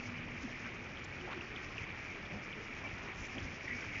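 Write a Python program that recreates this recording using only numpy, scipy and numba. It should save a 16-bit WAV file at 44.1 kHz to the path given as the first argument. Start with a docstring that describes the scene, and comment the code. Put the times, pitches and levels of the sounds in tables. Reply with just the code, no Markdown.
"""Steady rain on a flooded road edge, with water welling up beside a pipe in the verge.
Countless tiny bubbles, each a decaying sine, make the rush, a brighter fizz and a fine spray.
Near drops tick, a thin ring swells, the outflow splashes and its large bubbles gulp.
Wall and pavement reflect the water. Under it lie a low rumble and puffs of air,
and a faint hum that comes and goes."""
import sys
import numpy as np
from scipy import signal
from scipy.fft import rfft, irfft
from scipy.io import wavfile
from scipy.ndimage import uniform_filter1d
from numba import njit

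SR = 44100
rng = np.random.default_rng(int(sys.argv[2]) if len(sys.argv) > 2 else 0)


def transcribe(signal):
    """Save signal, clipped to [-1, 1], as a 16-bit WAV file at the path in sys.argv[1]."""
    frames = np.atleast_2d(signal).T
    limited = np.clip(frames, -1, 1)
    pcm = np.round(limited * 32767).astype(np.int16)
    wavfile.write(sys.argv[1], SR, pcm)


N = 176400

# air rumble spectrum: f/Hz, relative level/dB
RUMBLE_EQ = [(10, -40), (25, -2), (36, 0), (60, -1), (100, 2.5), (130, -0.5), (170, -1.5), (240, -3),
             (340, -10.5), (600, -43.5)]
# air rumble envelope: t/s, level before trim/dB
RUMBLE_ENVELOPE = [(0, -51), (.06, -52.5), (.33, -52), (.55, -52.5), (.88, -54.5), (1.24, -51.5),
                   (1.45, -54.5), (1.75, -53), (1.95, -54.5), (2.5, -52.5), (2.95, -53.5), (3.12, -52.5),
                   (3.31, -56), (3.43, -46), (3.6, -58), (3.7, -52.5), (4, -52)]
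# air puffs: peak t/s, sigma/s, centre f/Hz, level/dB
AIR_PUFFS = [(2.96, 0.019, 65, -48.5), (3.21, .028, 45, -48.5), (3.44, 0.017, 60, -49.5)]
# hum swells: peak t/s, sigma/s, f/Hz, level/dB
HUM_SWELLS = [(0.08, 0.07, 241, -44.5), (.31, 0.05, 242, -47), (.53, .03, 241, -48.5),
              (0.635, .035, 239, -48), (.795, .03, 241, -50.5), (1.265, 0.042, 361, -50),
              (3.746, 0.068, 240, -53)]
# thin ring swells: peak t/s, sigma/s, f/Hz, level/dB
RING_SWELLS = [(2.856, 0.012, 2310, -41.5), (3.705, 0.027, 1955, -43), (3.745, .045, 2250, -45.5),
               (3.968, 0.063, 2237, -46.5)]
# outflow splashes: peak t/s, sigma/s, centre f/Hz, band sigma/oct, level/dB
OUTFLOW_SPLASHES = [(0.663, 0.012, 1315, 0.37, -46), (1.045, .004, 5660, .3, -52),
                    (1.287, 0.014, 700, 1, -47), (1.327, 0.012, 1240, 0.92, -44),
                    (1.385, 0.014, 179, 0.29, -51), (2.11, 0.015, 2270, 0.083, -51),
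                    (2.363, 0.049, 440, 0.8, -53.5), (2.856, 0.018, 690, 0.93, -49.5),
                    (3.057, 0.05, 900, 1, -52), (3.227, 0.046, 6000, 0.25, -60),
                    (3.376, 0.016, 340, 0.92, -48), (3.717, 0.026, 2040, 0.19, -45),
                    (3.82, .04, 1700, 0.28, -53), (3.97, 0.037, 2150, 0.19, -46.5)]
# large bubbles: peak t/s, sigma/s, f/Hz, glide/(oct/s), level/dB
OUTFLOW_GULPS = [(.08, .022, 120, 0, -46), (.17, .025, 140, 2, -47), (.32, 0.025, 135, -3, -49),
                 (.455, 0.012, 248, -3, -40.5), (1.375, 0.018, 364, 0, -44), (1.745, .011, 115, -4, -46),
                 (1.815, 0.011, 100, 0, -41.5), (2.18, .025, 420, -6, -52), (2.343, 0.016, 185, 8, -41.5),
                 (2.374, 0.004, 250, 7, -40), (2.59, .025, 410, 5, -52), (2.86, 0.012, 95, -5, -47),
                 (3.033, 0.016, 161, 2, -47), (3.362, 0.012, 250, -4, -41), (3.384, .008, 200, -7, -42),
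                 (3.41, 0.022, 100, 0, -46)]
# near drops: peak t/s, sigma/s, f/Hz, level/dB
NEAR_DROPS = [(.1835, .0009, 2900, -41), (.9733, .0007, 3150, -40.5), (1.2128, .0008, 2900, -41),
              (1.4111, .0009, 2670, -34), (1.5626, .00055, 3250, -35.5), (1.7821, .00065, 2650, -30),
              (2.2547, .0006, 3300, -42), (2.529, .0007, 3090, -38.5), (2.8742, .0009, 2650, -38),
              (3.3832, .0006, 3060, -34), (3.6822, .0009, 1960, -34)]
# running water spectrum: f/Hz, relative level/dB
RUSH_EQ = [(200, -6.5), (350, 0.5), (480, -4), (750, -6), (1000, -6.5), (1300, -4), (1650, -4.5),
           (2100, -4), (2800, -7.5), (3400, -14.5), (4100, -20), (7000, -28.5)]
# spray spectrum: f/Hz, relative level/dB
SPRAY_EQ = [(3000, -22), (4000, -10.5), (4700, -3.5), (5500, 0.5), (6200, -3.5), (6800, -8), (7400, -19.5)]
# spray envelope: t/s, level before trim/dB
SPRAY_ENVELOPE = [(0, -60.5), (.06, -61), (.12, -69), (.35, -68), (.45, -63), (.6, -65.5), (.85, -70),
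                  (1.2, -67.5), (1.55, -68.5), (1.66, -63.5), (1.8, -67), (1.87, -68.5), (2.68, -67.5),
                  (2.78, -65), (3.12, -68.5), (3.36, -63), (3.48, -65), (3.8, -62.5), (4, -62.5)]
# rain fizz spectrum: f/Hz, relative level/dB
FIZZ_EQ = [(1400, -27), (1850, -7.5), (2100, -7), (2300, -1), (2460, -4), (2680, -11.5), (3200, -20.5),
           (4200, -34)]
# rain fizz envelope: t/s, level/dB
FIZZ_ENVELOPE = [(0, -50), (.5, -49.5), (.9, -53), (1.55, -51), (1.8, -49), (2.2, -51.5), (2.75, -49.5),
                 (3.6, -51.5), (4, -47.5)]

TIME_S = np.arange(N) / SR
BIN_OCT = np.log2(np.maximum(np.arange(N // 2 + 1) * SR / N, 1))


def undb(db):
    """Decibels to gain."""
    return 10 ** (np.asarray(db) / 20)


def unit_rms(x):
    """Scale to rms 1."""
    return x / np.sqrt(np.mean(x ** 2) + 1e-30)


def envelope(points):
    """Gain along (t/s, level/dB) points."""
    return undb(np.interp(TIME_S, *np.array(points).T))


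def swell(peak_s, sigma_s):
    """Gaussian rise and fall, peak 1."""
    return np.exp(-.5 * ((TIME_S - peak_s) / sigma_s) ** 2)


def wander(rate_hz):
    """Noise smoothed twice over 1 / rate_hz; rms 1."""
    window = int(SR / rate_hz)
    smoothed = uniform_filter1d(rng.standard_normal(N), window, mode="wrap")
    return unit_rms(uniform_filter1d(smoothed, window, mode="wrap"))


def sine(hz):
    """Sine following a per-sample frequency."""
    return np.sin(2 * np.pi * np.cumsum(hz) / SR)


def equalise(x, points):
    """Filter by (f/Hz, level/dB) points; rms 1."""
    hz, db = np.array(points).T
    gain = undb(np.interp(BIN_OCT, np.log2(hz), db))
    return unit_rms(irfft(rfft(x) * gain, N))


def band(x, hz, sigma_oct):
    """Gaussian band-pass in log frequency; rms 1."""
    gain = np.exp(-.5 * ((BIN_OCT - np.log2(hz)) / sigma_oct) ** 2)
    return unit_rms(irfft(rfft(x) * gain, N))


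@njit
def ring_bubbles(onset, hz, cycles, amplitude, rise):
    """Each bubble rings as a sine, its pitch rising by the fraction `rise` as it decays 40 dB."""
    out = np.zeros(N)
    for k in range(len(onset)):
        length = int(cycles[k] * SR / hz[k]) + 2
        step_rad = 2 * np.pi * hz[k] / SR
        phasor = amplitude[k] + 0j
        pole = np.exp(1j * step_rad - 4.6 / length)
        chirp = np.exp(1j * step_rad * rise / length)
        for i in range(length):
            out[(onset[k] + i) % N] += phasor.imag
            phasor *= pole
            pole *= chirp
    return out


def bubble_cloud(low_hz, high_hz, mean_cycles, spread_db, count, rise=.15):
    """Bubbles of random onset, pitch, length and strength."""
    when, pitch, length = rng.random((count, 3)).T
    onset = (when * N).astype(np.int64)
    hz = low_hz * (high_hz / low_hz) ** pitch
    scatter_db = spread_db * np.minimum(rng.standard_normal(count), 2)
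    amplitude = hz * undb(scatter_db)  # even power per Hz
    cloud = ring_bubbles(onset, hz, mean_cycles * (.5 + length), amplitude, rise)
    return cloud - cloud.mean()


def air_rumble(trim_db=1.5):
    """Moving air: uneven low noise."""
    return equalise(rng.standard_normal(N), RUMBLE_EQ) * envelope(RUMBLE_ENVELOPE) * undb(trim_db)


def air_puffs():
    """Air hits the microphone in short bursts of low noise."""
    return sum(undb(db) * swell(peak_s, sigma_s) * band(rng.standard_normal(N), hz, sigma_oct=1)
               for peak_s, sigma_s, hz, db in AIR_PUFFS)


def tone_swells(rows, waver, waver_hz, flutter_hz, flutter_db=1.5):
    """Swelling sines; pitch wanders by the fraction `waver`, level by flutter_db."""
    out = np.zeros(N)
    for peak_s, sigma_s, hz, db in rows:
        tone = sine(hz * (1 + waver * wander(waver_hz)))
        out += undb(db + flutter_db * wander(flutter_hz)) * swell(peak_s, sigma_s) * tone
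    return out


def hum():
    """A faint, wavering hum comes and goes."""
    return tone_swells(HUM_SWELLS, waver=.01, waver_hz=27, flutter_hz=16)


def wall_reflection(x, lag_s=.025, decay_s=.023, level_db=-18):
    """Short diffuse reflection off wall and pavement."""
    response = rng.standard_normal(N) * (TIME_S > lag_s) * np.exp(-TIME_S / decay_s)
    response /= np.sqrt(np.sum(response ** 2))
    return undb(level_db) * signal.fftconvolve(x, response)[:N]


def thin_ring():
    """A narrow, fluttering ring stands out of the fizz at times."""
    return tone_swells(RING_SWELLS, waver=.013, waver_hz=160, flutter_hz=330)


def splashes():
    """Welling water falls back in bursts of bubbles."""
    cloud = bubble_cloud(250, 7500, mean_cycles=5.4, spread_db=4.5, count=20000)
    return sum(undb(db) * swell(peak_s, sigma_s) * band(cloud, hz, sigma_oct)
               for peak_s, sigma_s, hz, sigma_oct, db in OUTFLOW_SPLASHES)


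def gulps(wobble_oct=.09, flutter_db=2.5):
    """Large outflow bubbles ring low and unsteady; most glide up or down."""
    out = np.zeros(N)
    for peak_s, sigma_s, hz, glide_oct_per_s, db in OUTFLOW_GULPS:
        bend_oct = glide_oct_per_s * (TIME_S - peak_s) + wobble_oct * wander(83)
        tone = sine(hz * 2 ** np.clip(bend_oct, -1, 1))
        out += undb(db + flutter_db * wander(110)) * swell(peak_s, sigma_s) * tone
    return out


def near_drops(spatter_decay_s=.007, spatter_db=-18):
    """Each drop ticks for a few cycles and leaves a faint spatter."""
    out = np.zeros(N)
    for peak_s, sigma_s, hz, db in NEAR_DROPS:
        age_s = TIME_S - peak_s
        tick = swell(peak_s, sigma_s) * np.sin(2 * np.pi * hz * age_s)
        tail = (age_s > sigma_s) * np.exp(-np.abs(age_s) / spatter_decay_s)
        spatter = band(rng.standard_normal(N), hz, sigma_oct=.2) * tail
        out += undb(db) * (tick + undb(spatter_db) * spatter)
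    return out


def running_water(level_db=-50, wander_db=.1):
    """Bubbles in the flow along the kerb merge into a broad rush."""
    cloud = bubble_cloud(207, 5010, mean_cycles=8.7, spread_db=1.5, count=16000)
    return equalise(cloud, RUSH_EQ) * undb(level_db + wander_db * wander(15))


def rain_spray(trim_db=1.5, wander_db=2):
    """Fine spray: the smallest bubbles hiss above the fizz."""
    cloud = bubble_cloud(3200, 11000, mean_cycles=5.6, spread_db=0, count=14000)
    gain = envelope(SPRAY_ENVELOPE) * undb(trim_db + wander_db * wander(41))
    return equalise(cloud, SPRAY_EQ) * gain


def rain_fizz(wander_db=1.47):
    """Rain on the water makes a bright fizz of tiny bubbles."""
    cloud = bubble_cloud(1467, 3790, mean_cycles=14, spread_db=1, count=9000)
    gain = envelope(FIZZ_ENVELOPE) * undb(wander_db * wander(52))
    return equalise(cloud, FIZZ_EQ) * gain


def scene():
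    """Water, its reflection, air and hum; mono."""
    water = running_water() + rain_fizz() + rain_spray() + near_drops()
    water += splashes() + gulps() + thin_ring()
    return (water + wall_reflection(water) + air_rumble() + air_puffs() + hum())[None]


def record(dry):
    """Recorder: steep elliptic low-pass."""
    cutoff_hz = 7250
    return signal.sosfilt(signal.ellip(12, .2, 80, cutoff_hz, fs=SR, output="sos"), dry)


dry = scene()
out = record(dry)
transcribe(out)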